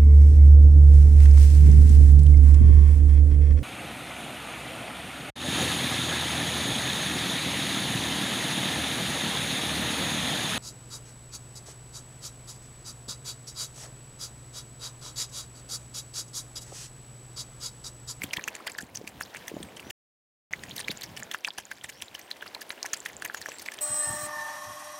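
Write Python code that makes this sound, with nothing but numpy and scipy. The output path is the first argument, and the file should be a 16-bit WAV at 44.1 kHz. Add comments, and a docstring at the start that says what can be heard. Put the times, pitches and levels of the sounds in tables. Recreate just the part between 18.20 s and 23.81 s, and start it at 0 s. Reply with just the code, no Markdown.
"""Quick wet laps, about seven a second: a dog laps and roots for floating treats in a plastic tub on a quiet lawn.
Each lap splashes as clouds of tiny bubbles and traps an air pocket that pings as a damped sine.
Drops ping as they fall back and squeezed air chirps upward; dull low thumps of wind or handling ring briefly.
Behind it are rumble, soft moving air and fizz as filtered noise, and faint high gliding bird whistles.
All sound stops for about 0.6 s partway through."""
import sys
import numpy as np
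from scipy import signal
from scipy.fft import rfft, irfft, next_fast_len
from scipy.io import wavfile
from scipy.ndimage import uniform_filter1d, map_coordinates

SR = 44100
rng = np.random.default_rng(int(sys.argv[2]) if len(sys.argv) > 2 else 0)


def unload_wav(signal):
    """Save mono or channel-first audio to the path in sys.argv[1] as 16-bit WAV at rate SR, clipped to [-1, 1]."""
    wavfile.write(
        sys.argv[1],
        SR,
        np.round(np.clip(np.atleast_2d(signal).T, -1, 1) * 32767).astype(np.int16),
    )


N = 247401

# Laps: the tongue slaps the water and traps an air pocket, then the mouth smacks shut.
# Each row: start in seconds, nominal slap level in dB, spray share in dB (capped at 0), pocket start pitch in Hz,
# pocket peak in dB, pocket t60 in seconds, wait for the smack in seconds, nominal smack level in dB.
LAP_ROWS = [(0.0187, -45, 0.5, 2140, -22.5, 0.013, .019, -32),
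            (.1345, -32.5, -5, 2214, -18.5, 0.013, 0.034, -33.5),
            (.278, -38.5, -2.5, 1640, -18, 0.003, 0.0058, -41.5),
            (0.351, -39.5, -4.5, 2240, -35, 0.0026, 0.014, -49),
            (.4705, -33, -4, 1850, -24, .012, 0.028, -40.5),
            (0.5857, -34.5, -1, 1670, -25, 0.016, 0.025, -44),
            (0.752, -40, -1, 3000, -59, 0.0035, 0.021, -40),
            (0.8753, -39, -3, 2450, -26, 0.0071, 0.017, -51),
            (1.0104, -38, -1, 1590, -18.5, 0.0035, 0.01, -40),
            (1.1476, -41.5, -2, 1750, -26, 0.0043, 0.022, -43),
            (1.28, -36.5, -3.5, 1910, -35, 0.024, 0.02, -48),
            (1.429, -46, -2.5, 3360, -28.5, 0.0045, .02, -52),
            (1.569, -43.5, -1, 3050, -34, 0.013, 0.03, -44.5),
            (1.705, -36.5, -2.5, 2814, -28, 0.0083, 0.021, -55.5),
            (2.3351, -41, -4.5, 2026, -14.5, 0.0087, 0.024, -52),
            (2.436, -42.5, -3, 1840, -30, 0.013, 0.065, -43.5),
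            (2.563, -39, -0.5, 2840, -34, .005, 0.016, -39),
            (2.593, -37.5, -2.5, 1860, -28.5, 0.0076, 0.01, -34.5),
            (2.6827, -32.5, -2.5, 2240, -16, 0.0054, 0.032, -34),
            (2.812, -39, -1, 1900, -38, 0.011, .026, -35), (2.972, -36, -3, 2930, -32, .018, 0.027, -37.5),
            (3.114, -37, -5, 3430, -27, 0.0097, 0.023, -46.5),
            (3.146, -33, -3, 1510, -16.5, 0.004, 0.004, -58),
            (3.2476, -38, -5, 2560, -14.5, 0.0065, 0.027, -33.5),
            (3.384, -32.5, -5, 1600, -29.5, .012, 0.017, -41),
            (3.514, -34.5, -5.5, 1554, -28.5, 0.02, 0.017, -71),
            (3.643, -34.5, -3, 1850, -50, 0.0079, .052, -36),
            (3.822, -34.5, -3.5, 3100, -19.5, 0.0022, 0.0084, -45),
            (3.95, -37.5, -2.5, 2980, -27.5, 0.016, 0.045, -43),
            (4.1113, -39.5, -3, 1850, -30.5, .0064, .056, -52),
            (4.2247, -40, -10, 1560, -27.5, 0.015, 0.0403, -40),
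            (4.348, -39, -14, 4120, -23.5, 0.0064, .047, -60),
            (4.416, -43, -0.5, 1690, -34, 0.014, 0.0027, -36.5),
            (4.505, -40, -2.5, 1920, -18, 0.0018, 0.016, -42.5),
            (4.6293, -41, -7, 5650, -13, 0.0011, 0.03, -32),
            (4.7361, -31.5, -2, 1700, -18.5, 0.0018, 0.035, -43),
            (4.86, -31.5, -2, 1820, -21, .008, 0.029, -40),
            (5.0223, -38, -2, 1600, -23.5, 0.007, 0.03, -32.5),
            (5.146, -34.5, -4, 1610, -21, 0.007, 0.028, -37.5),
            (5.215, -45, 1, 1840, -34, 0.014, 0.046, -47),
            (5.286, -41.5, -5.5, 1040, -31.5, 0.0082, 0.034, -38.5),
            (5.397, -40, 0, 2080, -38, 0.0073, 0.023, -38), (5.46, -36, -7.5, 2300, -33, .011, .023, -40.5),
            (5.519, -43, -2, 1740, -37, .03, 0.021, -41),
            (5.588, -39.5, -11, 3250, -26.5, .0033, 0.017, -49)]
SLAP_LAG_S = 0.00095  # the slap peaks just after the pocket closes


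def amp(db):
    """Decibels to gain."""
    return 10 ** (np.asarray(db) / 20)


def unit(x):
    """Scale to rms 1."""
    return x / np.sqrt(np.mean(x ** 2) + 1e-20)


def add(track, start_s, sound):
    """Mix a sound into the track from start_s."""
    i = int(np.clip(round(start_s * SR), 0, N))
    track[i:i + len(sound)] += sound[:N - i]


def colour(x, points):
    """Filter by (Hz, dB) points joined on a log-frequency axis."""
    m = next_fast_len(N + SR // 4)
    hz, db = np.transpose(points)
    bin_hz = np.fft.rfftfreq(m, 1 / SR)
    gain = amp(np.interp(np.log(bin_hz + 1), np.log(hz), db))
    return irfft(rfft(x, m) * gain, m)[..., :N]


def noise(points):
    """Coloured noise of rms 1."""
    return unit(colour(rng.standard_normal(N), points))


def wander(knots_per_s, knots):
    """A smooth random curve through evenly spaced normal draws."""
    return map_coordinates(rng.standard_normal(knots), [np.arange(N) * knots_per_s / SR])


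def droplets(rate_per_s, hz, octaves, cycles, scatter_db):
    """A dense cloud of tiny damped bubbles of random pitch and level, rms 1; each decays 60 dB in `cycles`."""
    count = int(rate_per_s * N / SR)
    when, pitch, size = rng.random((count, 3)).T
    bubble_hz = np.minimum(hz * 2 ** (octaves * (2 * pitch - 1)), .4 * SR)[:, None]
    k = np.arange(SR // 200)
    turns = bubble_hz * k / SR
    decay = np.exp(-np.log(1000) * turns / cycles)
    grains = amp(scatter_db * size)[:, None] * np.sin(2 * np.pi * turns) * decay
    index = (when * N).astype(int)[:, None] + k
    return unit(np.bincount(index.ravel(), grains.ravel(), N)[:N])


def ping(hz, t60_s, rise, onset_cycles):
    """A damped ring, envelope peak 1; its pitch climbs, as a bubble's does when it nears the surface."""
    t = np.arange(int(1.2 * t60_s * SR) + 8) / SR
    shape = amp(-60 * t / t60_s) * (1 - np.exp(-t * hz / onset_cycles))
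    return shape / shape.max() * np.sin(2 * np.pi * hz * t * (1 + rise * t / t60_s))


def rings(rows, rise, onset_cycles):
    """Every row (s, Hz, dB, t60 s) is a damped ring: mostly high for bubbles, low for thumps."""
    out = np.zeros(N)
    for start_s, hz, db, t60_s in rows:
        add(out, start_s, amp(db) * ping(hz, t60_s, rise, onset_cycles))
    return out


def glide(length_s, start_hz, end_hz):
    """A short tone that swells and fades as its pitch slides."""
    n = int(length_s * SR)
    hz = np.geomspace(start_hz, end_hz, n)
    return np.sqrt(2 * np.hanning(n)) * np.sin(2 * np.pi * np.cumsum(hz) / SR)


def splashes():
    """Touch, slap and smack are short swells of small bubbles: a deep gurgle, a coarse slosh and a fine spray."""
    # Filter curves. Each row: frequency in Hz, gain in dB before scaling to rms 1.
    slosh_curve = [(300, -12.5), (700, -7), (1200, -12.5), (1750, 12.5), (3000, 11), (4500, 2.5),
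                   (6500, -9), (12000, -36)]
    spray_curve = [(2500, -37), (4500, -10.5), (6600, -6), (8500, -6), (11000, -7), (15000, -7.5)]
    touch_lead_s, touch_s, touch_db = 0.0054, 0.0025, -7  # the tongue's tip touches first; level re slap
    slap_s, smack_s = 0.01, 0.0097  # swell time scales; slap_s holds at the typical ring
    typical_ring_s, stretch_power = 0.021, .1  # a longer-ringing lap splashes longer
    smack_spray_db = -1  # re the slap's spray share
    clumps_per_s, clump_db = 210, 2.5  # bubbles burst in uneven clumps
    deep, coarse, fine = np.zeros((3, N))
    for start_s, slap_db, spray_db, _, _, ring_s, wait_s, smack_db in LAP_ROWS:
        stretched_s = slap_s * (ring_s / typical_ring_s) ** stretch_power
        touch = (start_s - touch_lead_s, slap_db + touch_db, touch_s, spray_db)
        slap = (start_s + SLAP_LAG_S, slap_db, stretched_s, spray_db)
        smack = (start_s + wait_s, smack_db, smack_s, spray_db + smack_spray_db)
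        for peak_s, db, length_s, treble_db in (touch, slap, smack):
            t = np.arange(-int(2 * length_s * SR), int(2 * length_s * SR)) / SR
            steepness = np.where(t < 0, 3.4, 2.6)  # swells faster than it dies
            power = amp(db) ** 2 / np.cosh(steepness * t / length_s) ** 2
            share = min(amp(treble_db) ** 2, 1)
            sunk = .5 / (1 + share / 0.014)  # little spray: more of the splash is under water, with larger bubbles
            add(deep, peak_s + t[0], power * sunk)
            add(coarse, peak_s + t[0], power * (1 - share) * (1 - sunk))
            add(fine, peak_s + t[0], power * share)
    gurgle = droplets(rate_per_s=1300, hz=1080, octaves=0.46, cycles=9.1, scatter_db=39)
    slosh_cloud = droplets(rate_per_s=3500, hz=1972, octaves=1.65, cycles=15, scatter_db=42)
    spray_cloud = droplets(rate_per_s=3000, hz=8000, octaves=1., cycles=24, scatter_db=36)
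    slosh = unit(colour(slosh_cloud, slosh_curve))
    spray = unit(colour(spray_cloud, spray_curve))
    clumps = unit(amp(clump_db * wander(clumps_per_s, N // 20)))
    mix = amp(3.5) * np.sqrt(deep) * gurgle
    mix += amp(-0.6) * np.sqrt(coarse) * slosh
    mix += amp(0.43) * np.sqrt(fine) * spray
    return clumps * mix


def bubbles():
    """Each lap's air pocket, the smaller bubble that splits off it, loud drops and stray drips ring as damped sines."""
    # Loudest drops falling from the muzzle. Each row: start in seconds, start pitch in Hz, peak in dB.
    loud_drops = [(.0354, 2360, -23), (0.0394, 7640, -26), (.0396, 11700, -22), (.0417, 3300, -27.5),
                  (.1096, 2970, -28.5), (.137, 2310, -19.5), (.1389, 5570, -22), (.1713, 3080, -21),
                  (.183, 970, -30), (.1944, 1810, -27), (.2398, 2660, -26.5), (.2401, 6470, -23),
                  (.2835, 2530, -19.5), (0.2835, 12400, -29), (.3532, 7140, -25), (.4756, 4750, -23),
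                  (.4773, 3070, -25.5), (0.5185, 7500, -29), (.55, 1780, -31), (.624, 7340, -30.5),
                  (.7581, 6200, -20.5), (.7725, 5750, -22), (1.1606, 2310, -29), (1.168, 2650, -35.5),
                  (1.281, 6050, -26.5), (1.297, 2580, -36.5), (1.432, 8530, -28), (1.5962, 2700, -29.5),
                  (2.3298, 6240, -26.5), (2.4852, 2570, -37), (2.5107, 3300, -28), (2.5814, 3850, -22),
                  (2.6021, 9540, -23), (2.6123, 3900, -27), (2.7066, 3930, -23), (2.711, 3600, -24.5),
                  (2.7732, 7040, -27.5), (2.8202, 4080, -25.5), (2.8416, 5370, -27.5), (2.862, 5100, -37.5),
                  (3.0255, 1750, -26.5), (3.0325, 6900, -24.5), (3.2466, 5770, -24), (3.252, 3400, -21),
                  (3.2778, 1520, -24.5), (3.2844, 890, -28.5), (3.2856, 4740, -23.5), (3.3053, 3400, -25),
                  (3.4533, 6830, -31), (3.8048, 2630, -37.5), (3.8825, 3800, -33.5), (4.0149, 5740, -35),
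                  (4.1138, 4060, -18.5), (4.21, 3170, -34), (4.261, 1230, -34.5), (4.278, 4640, -31.5),
                  (4.365, 890, -36.5), (4.392, 1180, -44), (4.4944, 10400, -28.5), (4.5042, 3890, -23),
                  (4.5778, 2680, -37.5), (4.63, 4600, -24.5), (4.6453, 800, -29), (4.651, 1800, -27),
                  (4.6622, 6100, -23), (4.7331, 6360, -12.5), (4.744, 4800, -25.5), (4.7733, 7550, -32),
                  (4.8031, 7300, -26), (4.899, 1930, -33.5), (4.9668, 7260, -27), (5.0599, 1890, -23.5),
                  (5.0629, 12200, -28.5), (5.0985, 1600, -23.5), (5.2247, 4200, -29.5),
                  (5.2599, 1720, -21.5), (5.2915, 5900, -27.5), (5.3184, 2620, -29.5), (5.3854, 8000, -29),
                  (5.4245, 9000, -30), (5.4861, 2080, -19)]
    split_ratio, split_db, split_t60_s = 1.863, 5.5, 0.0032  # pitch re pocket, peak re slap level, ring
    drop_t60_s, drop_hz, shortening_power = 0.0062, 2000, .4  # ring at drop_hz; smaller bubbles ring shorter
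    drips_per_s, drip_db, drip_scatter_db = 10, -44.5, 11
    drip_hz, drip_octaves = 4200, 1.12
    pockets = [(s, hz, db, t60_s) for s, _, _, hz, db, t60_s, _, _ in LAP_ROWS]
    splits = [(s + SLAP_LAG_S, hz * split_ratio, slap_db + split_db, split_t60_s)
              for s, slap_db, _, hz, *_ in LAP_ROWS]
    drips = []
    for when, pitch, size in rng.random((int(drips_per_s * N / SR), 3)):
        hz = drip_hz * 2 ** (drip_octaves * (2 * pitch - 1))
        drips.append((when * N / SR, hz, drip_db + drip_scatter_db * (2 * size - 1)))
    drops = [(s, hz, db, drop_t60_s * (drop_hz / hz) ** shortening_power)
             for s, hz, db in loud_drops + drips]
    return rings(pockets + splits + drops, rise=0.028, onset_cycles=1.0)


def squelches():
    """A shrinking pocket of air, squeezed out by the tongue, chirps steeply upward."""
    # Each row: start in seconds, length in seconds, start pitch in Hz, nominal level in dB.
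    squelch_rows = [(.187, 0.015, 1710, -39.5), (0.4, .011, 967, -43), (.475, 0.013, 1280, -37),
                    (0.595, 0.021, 1296, -42), (1.029, 0.011, 4170, -39.5), (2.512, 0.0093, 3140, -41),
                    (2.642, 0.0089, 2800, -38.5), (2.698, 0.015, 3210, -34), (4.647, 0.015, 1537, -48),
                    (4.755, .0088, 3700, -51)]
    pitch_ratio = 1.55  # end over start
    out = np.zeros(N)
    for start_s, length_s, hz, db in squelch_rows:
        add(out, start_s, amp(db) * glide(length_s, hz, hz * pitch_ratio))
    return out


def fallback(splashing, settle_s):
    """Thrown water patters back: a droplet cloud follows the splash power with an exponential tail."""
    t = np.arange(SR // 4) / SR
    fade = np.exp(-t / settle_s)
    stirred = np.abs(signal.fftconvolve(splashing ** 2, fade / fade.sum())[:N])
    patter = droplets(rate_per_s=500, hz=4800, octaves=1.65, cycles=24, scatter_db=24)
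    return np.sqrt(stirred) * unit(colour(patter, [(1500, -7), (4000, 3), (13000, 2.5)]))


def thumps():
    """Dull low thumps of wind or handling, as quickly damped rings."""
    # Each row: start in seconds, start pitch in Hz, peak in dB.
    thump_rows = [(0.041, 267, -28), (.175, 117.7, -33), (0.1831, 357, -34.5), (0.631, 252, -36),
                  (0.8128, 430, -33), (0.8408, 284, -36), (0.964, 224, -40), (1.3159, 403, -29.5),
                  (1.34, 283, -28.5), (1.3653, 280, -29), (1.3671, 570, -28.5), (1.4033, 334, -32),
                  (1.4105, 120, -34.5), (1.667, 276, -35), (2.694, 416, -30), (2.6989, 184, -31),
                  (5.2867, 540, -32.5)]
    t60_s = 0.013
    return rings([(s, hz, db, t60_s) for s, hz, db in thump_rows], rise=0.043, onset_cycles=0.69)


def short_echo(x, t60_s, delay_s):
    """The tub's walls and the ground return a short, dense echo: decaying noise as impulse response."""
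    t = np.arange(SR // 8) / SR
    tail = rng.standard_normal(len(t)) * np.exp(-np.log(1000) * t / t60_s) * (t > delay_s)
    return signal.fftconvolve(x, tail / np.linalg.norm(tail))[:N]


def bird():
    """Thin gliding whistles, blurred by distance: slow noise modulates their level."""
    # Each row: start in seconds, length in seconds, start pitch in Hz, end pitch in Hz, nominal level in dB.
    whistle_rows = [(1.332, .07, 7150, 6800, -62), (1.44, 0.088, 8500, 7550, -60.5),
                    (1.623, 0.19, 5660, 6760, -56.5), (2.29, 0.33, 6870, 6600, -66),
                    (3.725, 0.11, 5140, 6160, -58), (3.798, 0.11, 7200, 7200, -59),
                    (4, 0.076, 8600, 8200, -60), (5.154, 0.052, 6900, 6520, -48.5),
                    (5.207, 0.1, 5340, 5960, -56.5), (5.275, 0.11, 7860, 7470, -51),
                    (5.437, 0.096, 7700, 7900, -58)]
    out = np.zeros(N)
    for start_s, length_s, start_hz, end_hz, db in whistle_rows:
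        add(out, start_s, amp(db) * glide(length_s, start_hz, end_hz))
    return out * unit(uniform_filter1d(rng.standard_normal(N), size=150))


def background():
    """Uneven low rumble, moving air, and the fizz of stirred water over a faint hiss."""
    # Level curves before and after the silence.
    # Each row: time in seconds, then rumble, air and fizz in dB before the layer gains.
    levels_before = [(0.0, -53, -53.5, -49.5), (0.11, -59.5, -54.5, -49), (0.444, -68, -51, -51),
                     (0.63, -60, -55.5, -60), (0.812, -57.5, -56.5, -55.5), (1.188, -62, -53.5, -47),
                     (1.46, -53.5, -53, -52.5), (1.52, -58, -53, -51)]
    levels_after = [(2.52, -56, -53.5, -50), (2.67, -55.5, -52, -48.5), (2.8, -56.5, -55, -48.5),
                    (2.92, -55, -52.5, -51), (3.06, -62.5, -53, -49.5), (3.21, -77, -58, -56),
                    (3.47, -67.5, -60.5, -53.5), (3.78, -64, -58.5, -52), (4.29, -72, -54, -51),
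                    (4.44, -74, -52.5, -50), (4.73, -73.5, -54.5, -47), (5.06, -63, -53, -51),
                    (5.31, -67.5, -55, -47), (5.6, -70, -54, -48.5)]
    # Spectra. Each row: frequency in Hz, relative density in dB.
    rumble_curve = [(20, -11), (40, 0.5), (80, 9.5), (130, 9.5), (200, 9.5), (300, 3.5), (500, -23)]
    breeze_curve = [(110, -24.5), (200, -6.5), (300, 1.5), (650, 2), (1000, -1), (1400, -8.5), (2500, -11),
                    (5000, -51)]
    fizz_curve = [(800, -24.5), (1400, 2.5), (1800, 4), (2400, 1.5), (3100, 5), (4000, 1), (7500, -5),
                  (9000, -6.5), (11500, -8), (14500, -5.5), (16000, -10)]
    rumble_db, air_db, hiss_db, prickle_db = 3, 1, -8.5, -8  # layer gains over the level curves
    times_s, *columns = np.transpose(np.vstack([levels_before, levels_after]))
    t = np.arange(N) / SR
    rumble, air, fizz = [amp(np.interp(t, times_s, db)) for db in columns]
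    flutter = amp(3.5 * wander(25, N // 1000))
    prickle_cloud = droplets(rate_per_s=900, hz=4500, octaves=1.7, cycles=12, scatter_db=26)
    prickle = unit(colour(prickle_cloud, fizz_curve))
    low = amp(rumble_db) * rumble * flutter * noise(rumble_curve)
    moving_air = amp(air_db) * air * noise(breeze_curve)
    stirred_water = fizz * (amp(hiss_db) * noise(fizz_curve) + amp(prickle_db) * prickle)
    return low + moving_air + stirred_water


def scene():
    """Nearly mono: the side signal holds only a filtered echo and a second, filtered background."""
    # Side filters. Each row: frequency in Hz, gain in dB.
    echo_width = [(250, -22), (600, -18.5), (1500, -34), (5000, -24.5), (14000, -30.5)]
    air_width = [(50, -29), (250, -19), (600, -16.5), (1500, -31), (5000, -35), (14000, -30.5)]
    splashing = splashes() + squelches()
    patter = amp(-12) * fallback(splashing, settle_s=0.036)
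    close = splashing + patter + bubbles() + thumps()
    echo = amp(-15.0) * short_echo(close, t60_s=0.049, delay_s=0.0011)
    mid = close + echo + background() + bird()
    side = colour(short_echo(close, t60_s=.012, delay_s=0), echo_width) + colour(background(), air_width)
    return np.array([mid + side, mid - side])


def record(dry):
    """Cut the deep bass, mute the pause, and roll off steeply at the top."""
    # Start and end of the silence in seconds.
    pause_s = (1.711, 2.309)
    low_cut_hz, top_hz = 56, 16100
    t = np.arange(N) / SR
    running = (t < pause_s[0]) | (t > pause_s[1])
    thinned = signal.sosfilt(signal.butter(2, low_cut_hz, "highpass", fs=SR, output="sos"), dry)
    m = next_fast_len(N + SR // 4)
    roll_off = 1 / np.sqrt(1 + (np.fft.rfftfreq(m, 1 / SR) / top_hz) ** 200)
    return irfft(rfft(thinned * running, m) * roll_off, m)[:, :N]


dry = scene()
out = record(dry)
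unload_wav(out)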